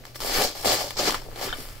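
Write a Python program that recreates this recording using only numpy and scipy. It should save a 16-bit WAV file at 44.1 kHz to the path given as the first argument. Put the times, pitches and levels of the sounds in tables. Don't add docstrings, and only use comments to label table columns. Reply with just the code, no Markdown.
import sys
import numpy as np
from scipy import signal
from scipy.fft import rfft, irfft
from scipy.io import wavfile
from scipy.ndimage import uniform_filter1d

SR = 44100
rng = np.random.default_rng(int(sys.argv[2]) if len(sys.argv) > 2 else 0)


def dump(signal):
    limited = np.clip(np.atleast_2d(signal).T, -1, 1)
    pcm = np.round(limited * 32767).astype(np.int16)
    wavfile.write(sys.argv[1], SR, pcm)


N = 79380

# cloth jolts/dB, finest crackle/dB, duller rasp/dB, bag boom/dB
PEELING = [(0.0, -69, 11, -2, -6, 18), (0.034, -76, 17, -8, -1, 5), (0.064, -50, -7, -2, -2.5, -13),
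           (0.134, -64.5, 6, -7, -2, 6), (0.16, -42.5, -13, 2, -7, -10.5), (0.174, -47.5, -17, -1, -11, -8),
           (0.194, -49.5, -7, 2, -3, -3), (0.204, -36, -19, -3, -7.5, -11), (.238, -39, -4, -0.5, -5.5, -3),
           (0.26, -35.5, -8.5, 1.5, -4.5, -9), (0.32, -32.5, -8, -4, -4.5, -5),
           (0.36, -26.5, -3, -2.5, -4.5, -9.5), (0.396, -29.5, 0, -0.5, 1, 0.5),
           (0.44, -25.5, -1.5, -3, -9, -10.5), (0.476, -32, -10, -7, -9, -8),
           (0.516, -41, -6.5, -5, -5, -8.5), (0.54, -45, -9, -8, -12, -5),
           (0.556, -41.5, -4.5, -2.5, -4.5, -9), (0.626, -40.5, -9.5, -1, -10.5, -9),
           (0.64, -40, 4, 1, 1, -9), (0.656, -26, -3, -2.5, -5.5, -3.5), (0.722, -24, -3, -7, -8, -10),
           (0.732, -25.5, -3, -0.5, -3, -5.5), (0.786, -33.5, -7, -6.5, -6, -12),
           (0.812, -32, 3, -3, -5, -5), (0.896, -41, -6.5, -4.5, -10, -9.5),
           (0.912, -43.5, -2, -1, -3.5, -16), (0.952, -47.5, -21, -10, -8.5, -10),
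           (0.962, -42, -3, -6, -9, 3), (0.972, -30, -4.5, -13, -8, 0), (0.982, -34, -6, -1, -4.5, 0),
           (0.992, -26, -3, -9, -8, -8.5), (1.026, -31.5, -2.5, -3, -5, -1), (1.082, -25, -4.5, -8, -4, -4),
           (1.126, -39.5, -5, -2, -2, 2), (1.15, -37, -6.5, -6, 2, -8), (1.192, -46.5, -1, -4, 0, 0.5),
           (1.24, -53, -3.5, -2, -2, 1), (1.282, -59, 11, 2, -3, 11.5), (1.332, -57, 0, 1, 3, 9.5),
           (1.428, -35, 4, -3, -2.5, -5.5), (1.454, -35.5, -4.5, -0.5, -4.5, -0.5),
           (1.488, -42, -9, -3, 5, -2), (1.498, -45.5, -13, -3, -6, 3), (1.518, -44.5, -6, -4, 5, -2),
           (1.528, -45.5, 4, -4, -4, -2), (1.538, -48.5, -3, -1, 4, 4), (1.57, -46.5, -1, 0.5, 0, -3),
           (1.598, -43.5, -8.5, 1.5, -3.5, 0), (1.654, -50, -5.5, 3.5, -2, -7.5),
           (1.8, -58, -3.5, 2, 2.5, -3)]


def undb(db):
    return 10 ** (np.asarray(db) / 20)


def unit(x):
    return x / np.sqrt(np.mean(x ** 2))


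def colour(x, table):
    hz, db = np.array(table, float).T
    f = np.maximum(np.arange(4097) * SR / 8192, 5)
    octave = np.log2(f)
    lo, hi = np.log2(max(hz[0], 1)), np.log2(hz[-1])
    gain_db = np.interp(octave, np.log2(np.maximum(hz, 1)), db)
    gain_db -= 24 * (lo > 4) * np.maximum(lo - octave, 0)
    gain_db -= 24 * (hi < 13.5) * np.maximum(octave - hi, 0)
    cepstrum = irfft(gain_db * np.log(10) / 20)
    fold = np.r_[1, 2 * np.ones(4095), 1, np.zeros(4095)]
    impulse = irfft(np.exp(rfft(cepstrum * fold)))
    return signal.fftconvolve(x, impulse)[:N]


def curve(table, axis):
    rows = np.array(table, float)
    return np.interp(np.arange(N) / SR, rows[:, 0], rows[:, axis])


def walk(rate):
    k = int(SR / rate)
    steps = np.repeat(rng.standard_normal(N // k + 1), k)[:N]
    return 0.69 * uniform_filter1d(steps, k)


def clicks(per_s, scatter_db):
    u = rng.random((3, N))
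    size_db = scatter_db * np.minimum(-np.log(u[2] + 1e-9), 3.5)
    impulses = (u[0] < per_s / SR) * np.sign(u[1] - .5) * undb(size_db)
    return unit(impulses / np.sqrt(per_s))


def tail(t60_s):
    t = np.arange(SR // 2) / SR
    h = rng.standard_normal(len(t)) * 1000. ** (-t / t60_s)
    return h / np.sqrt(np.sum(h ** 2))


def modes(table):
    t = np.arange(SR // 5) / SR
    ring = sum((-1) ** k * undb(db) * np.sin(2 * np.pi * hz * t) * 1000. ** (-t / t60)
               for k, (hz, db, t60) in enumerate(table))
    return ring / np.sqrt(np.sum(ring ** 2))


def peel_db():
    gives = [(0.145, 21, 0.026), (0.204, 14, 0.0094), (0.645, 7, 0.0093), (0.968, 20, 0.01),
             (1.411, 8, 0.015)]
    t = np.arange(N) / SR
    hush_db = sum(db * (t < s) * np.clip(1 - (s - t) / lead, 0, 1) for s, db, lead in gives)
    return curve(PEELING, axis=1) - hush_db


def peel(clumps):
    # f/Hz, gain/dB
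    hook_tone = [(2200, -17), (2800, -9), (3600, -4.5), (4200, 0), (4650, 1.5), (5100, 4.5), (5700, -3.5),
                 (6500, -1), (7700, -5.5), (8400, -17.5)]
    # f/Hz, gain/dB
    rasp_tone = [(700, -11.5), (1000, 0.5), (1500, -1.5), (2300, -3.5), (3000, -8)]
    # f/Hz, gain/dB
    fine_tone = [(6000, -12), (8500, -7.5), (12000, -9.5), (15500, -9)]
    # f/Hz, level/dB, t60/s
    cloth_modes = [(475, -4.5, 0.037), (594.5, 1.5, 0.053), (722, 2.5, 0.038), (837, 2.5, 0.025),
                   (1144, -2.5, 0.011)]
    # f/Hz, level/dB, t60/s
    bag_modes = [(97, -7, 0.056), (157.3, -1, 0.06), (241, -5, 0.048), (309.6, 0, 0.064),
                 (422.5, -3.5, 0.053)]
    clump_db = 1
    hooks_per_s, hook_scatter_db = 6000, 1.5
    jolts_per_s, jolt_scatter_db = 800, 2.5
    full_rip_db, thinning = -29, .4
    pitch_spread, shifts_per_s = 0.054, 14

    base_db = peel_db() + clump_db * clumps
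    pace = np.clip(undb(thinning * (base_db - full_rip_db)), .25, 1.5)
    snaps = clicks(hooks_per_s * pace, hook_scatter_db)
    jolts = clicks(jolts_per_s, jolt_scatter_db) * undb(base_db)
    cloth = sum(signal.fftconvolve(jolts * undb(curve(PEELING, axis=k)), modes(m))[:N]
                for k, m in ((2, cloth_modes), (5, bag_modes)))
    tight = rng.random(N) < .5 + .5 * walk(shifts_per_s)
    hooks = sum(colour(snaps * (tight == (k > 0)), np.array(hook_tone) * [1 + k * pitch_spread, 1])
                for k in (-1, 1))
    rasp = unit(colour(snaps, rasp_tone)) * undb(base_db + curve(PEELING, axis=4))
    crackle = unit(colour(snaps, fine_tone)) * undb(base_db + curve(PEELING, axis=3))
    return unit(hooks) * undb(base_db) + cloth + rasp + crackle


def pops_and_jolts():
    # t/s, level/dB, ring f/Hz, tick re ring/dB
    pop_table = [(0.039, -27.5, 1910, -19.5), (0.053, -19.5, 2060, 4), (.147, -27, 2170, 3),
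                 (0.158, -17.5, 2030, 5.5), (0.163, -42, 2000, -3), (.204, -18.5, 1090, 8.5),
                 (0.219, -19.5, 1190, 8), (0.2356, -22, 1110, 15.5), (.247, -16, 630, 2),
                 (.212, -32, 1100, 10), (0.2698, -18.5, 685, 2), (.281, -34, 710, 11),
                 (.2898, -24, 810, 13.5), (0.297, -17, 637, -9), (.321, -23, 795, 11),
                 (0.421, -11.5, 550, 12.5), (0.5522, -29, 764, -1), (.557, -27.5, 744, -2),
                 (.565, -30, 700, -4), (0.581, -33, 750, 2), (.598, -28, 800, 3), (.611, -31, 750, -3),
                 (0.633, -36, 900, 11), (0.636, -26, 780, -2), (.647, -12, 724, -1.5), (.657, -6.5, 616, 3),
                 (0.678, -19, 630, 2), (0.698, -24.5, 694, -9), (.706, -10, 690, -16),
                 (.720, -12.5, 720, 10), (.807, -16, 710, 8), (.878, -29, 790, -3), (.907, -20, 1040, 12),
                 (.962, -28, 910, 8), (0.969, -24, 920, -5), (.991, -16, 665, -5), (1.080, -22, 457, -3),
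                 (1.0962, -10.5, 1070, 4), (1.107, -19, 750, 19.5), (1.1167, -19, 910, 13),
                 (1.1239, -11.5, 1590, 6), (1.1443, -9, 1070, 5.5), (1.1451, -11, 1360, -13),
                 (1.1503, -15.5, 1110, 8), (1.2205, -28, 890, -5), (1.253, -41, 600, -8),
                 (1.263, -31.5, 730, -8), (1.2721, -34, 400, -8), (1.287, -29, 630, -4),
                 (1.315, -29, 1310, 0), (1.3598, -26, 750, 10), (1.377, -24, 603, -9),
                 (1.413, -18.5, 724, 4), (1.427, -20, 780, -7), (1.476, -22.5, 407, 2),
                 (1.585, -26.5, 310, 6), (1.597, -31, 330, -6), (1.655, -28.5, 1100, 3),
                 (1.688, -29, 1330, 11)]
    # f/Hz, gain/dB
    tick_tone = [(400, -9), (2000, -2.5), (8000, -9), (15500, -12)]
    ring_cycles = 0.85
    tick_hz, tick_s, rustle_db, rustle_s = 3130, 0.0001, -16, 0.0015
    out, t = np.zeros((2, N + 2048)), np.arange(2048) / SR
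    for s, db, hz, tick_db in pop_table:
        ring = -np.sin(2 * np.pi * hz * t + 1) * np.exp(-t * hz / ring_cycles)
        rustle = undb(rustle_db) * rng.standard_normal(2048) * np.exp(-t / rustle_s)
        tick = rustle - np.cos(2 * np.pi * tick_hz * t) * np.exp(-t / tick_s)
        i = int(s * SR)
        out[:, i:i + 2048] += undb(db) * np.array([ring, undb(tick_db) * tick])
    rings = colour(out[0, :N], [(250, 1), (1000, -1.5), (5000, -10.5)])
    return rings + colour(out[1, :N], tick_tone)


def buckle():
    # t/s, drive level/dB, decay constant/s
    knocks = [(1.482, -37, 0.0035), (1.492, -31, 0.0035), (1.503, -33, 0.0038), (1.5273, -18, 0.00021),
              (1.537, -24.5, 0.00046)]
    # f/Hz, level/dB, t60/s
    buckle_modes = [(1480, 3, 0.016), (1744, -4.5, 0.014), (3105, 0, 0.017), (3700, 0.5, 0.015)]
    push = 1.24
    t = np.arange(N) / SR
    touch = sum(undb(db) * (t >= s) * np.exp(-np.maximum(t - s, 0) / length) for s, db, length in knocks)
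    force = touch * (push + rng.standard_normal(N))
    return signal.fftconvolve(force, modes(buckle_modes))[:N]


def background():
    # t/s, level/dB
    rumble_level = [(0.0, -42), (0.134, -50), (0.224, -42.5), (0.31, -38), (0.4, -30), (0.546, -46.5),
                    (0.7, -35.5), (0.782, -43), (0.966, -44.5), (1.112, -37.5), (1.192, -42), (1.548, -42),
                    (1.574, -40), (1.614, -42), (1.758, -40.5), (1.8, -51)]
    # f/Hz, gain/dB
    rumble_tone = [(12, -1), (22, 8), (40, -4), (60, -10), (90, -8), (170, -28)]
    # f/Hz, gain/dB
    hiss_tone = [(130, -1.5), (600, -1), (900, -13.5), (5000, -13), (9000, -21), (15500, -16.5)]
    hum_hz, hum_db, drifts_per_s, hiss_db = 121.6, -52.5, 8.7, -52.5
    drift = walk(drifts_per_s) + 1j * walk(drifts_per_s)
    carrier = np.exp(2j * np.pi * hum_hz * np.arange(N) / SR)
    hum = unit(np.real((2 + drift) * carrier)) * undb(hum_db)
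    rumble = unit(colour(rng.standard_normal(N), rumble_tone)) * undb(curve(rumble_level, axis=1))
    hiss = unit(colour(rng.standard_normal(N), hiss_tone)) * undb(hiss_db)
    return hum + rumble + hiss


def scene():
    # f/Hz, side gain/dB
    side_tone = [(15, -9), (45, -18), (85, -17), (140, -25), (300, -9.5), (600, -11), (1300, -1),
                 (2400, -2.5), (4500, -0.5), (7500, -5.5), (10000, -17), (17000, -25)]
    # f/Hz, left re right/dB
    left_tone = [(15, -1.5), (200, 3.5), (700, 2), (2800, 4.5), (5600, 0.5), (9000, -1), (17000, 0.5)]
    room_db, room_t60_s, knock_side_t60_s, clumps_per_s = -8, 0.041, 0.027, 150
    clumps = walk(clumps_per_s)
    knocks_and_pops = pops_and_jolts() + buckle()
    mid_dry = peel(clumps) + knocks_and_pops
    side_dry = peel(clumps) + signal.fftconvolve(knocks_and_pops, tail(knock_side_t60_s))[:N]
    mid, side = (d + undb(room_db) * signal.fftconvolve(d, tail(room_t60_s))[:N] + background()
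                 for d in (mid_dry, side_dry))
    side = colour(side, side_tone)
    lean = np.array(left_tone, float)
    left = colour(mid + side, lean * [1, .5])
    right = colour(mid - side, lean * [1, -.5])
    return np.array([left, right])


def record(dry):
    top_hz = 15750
    return signal.sosfilt(signal.ellip(14, .3, 90, top_hz, fs=SR, output="sos"), dry)


dry = scene()
out = record(dry)
dump(out)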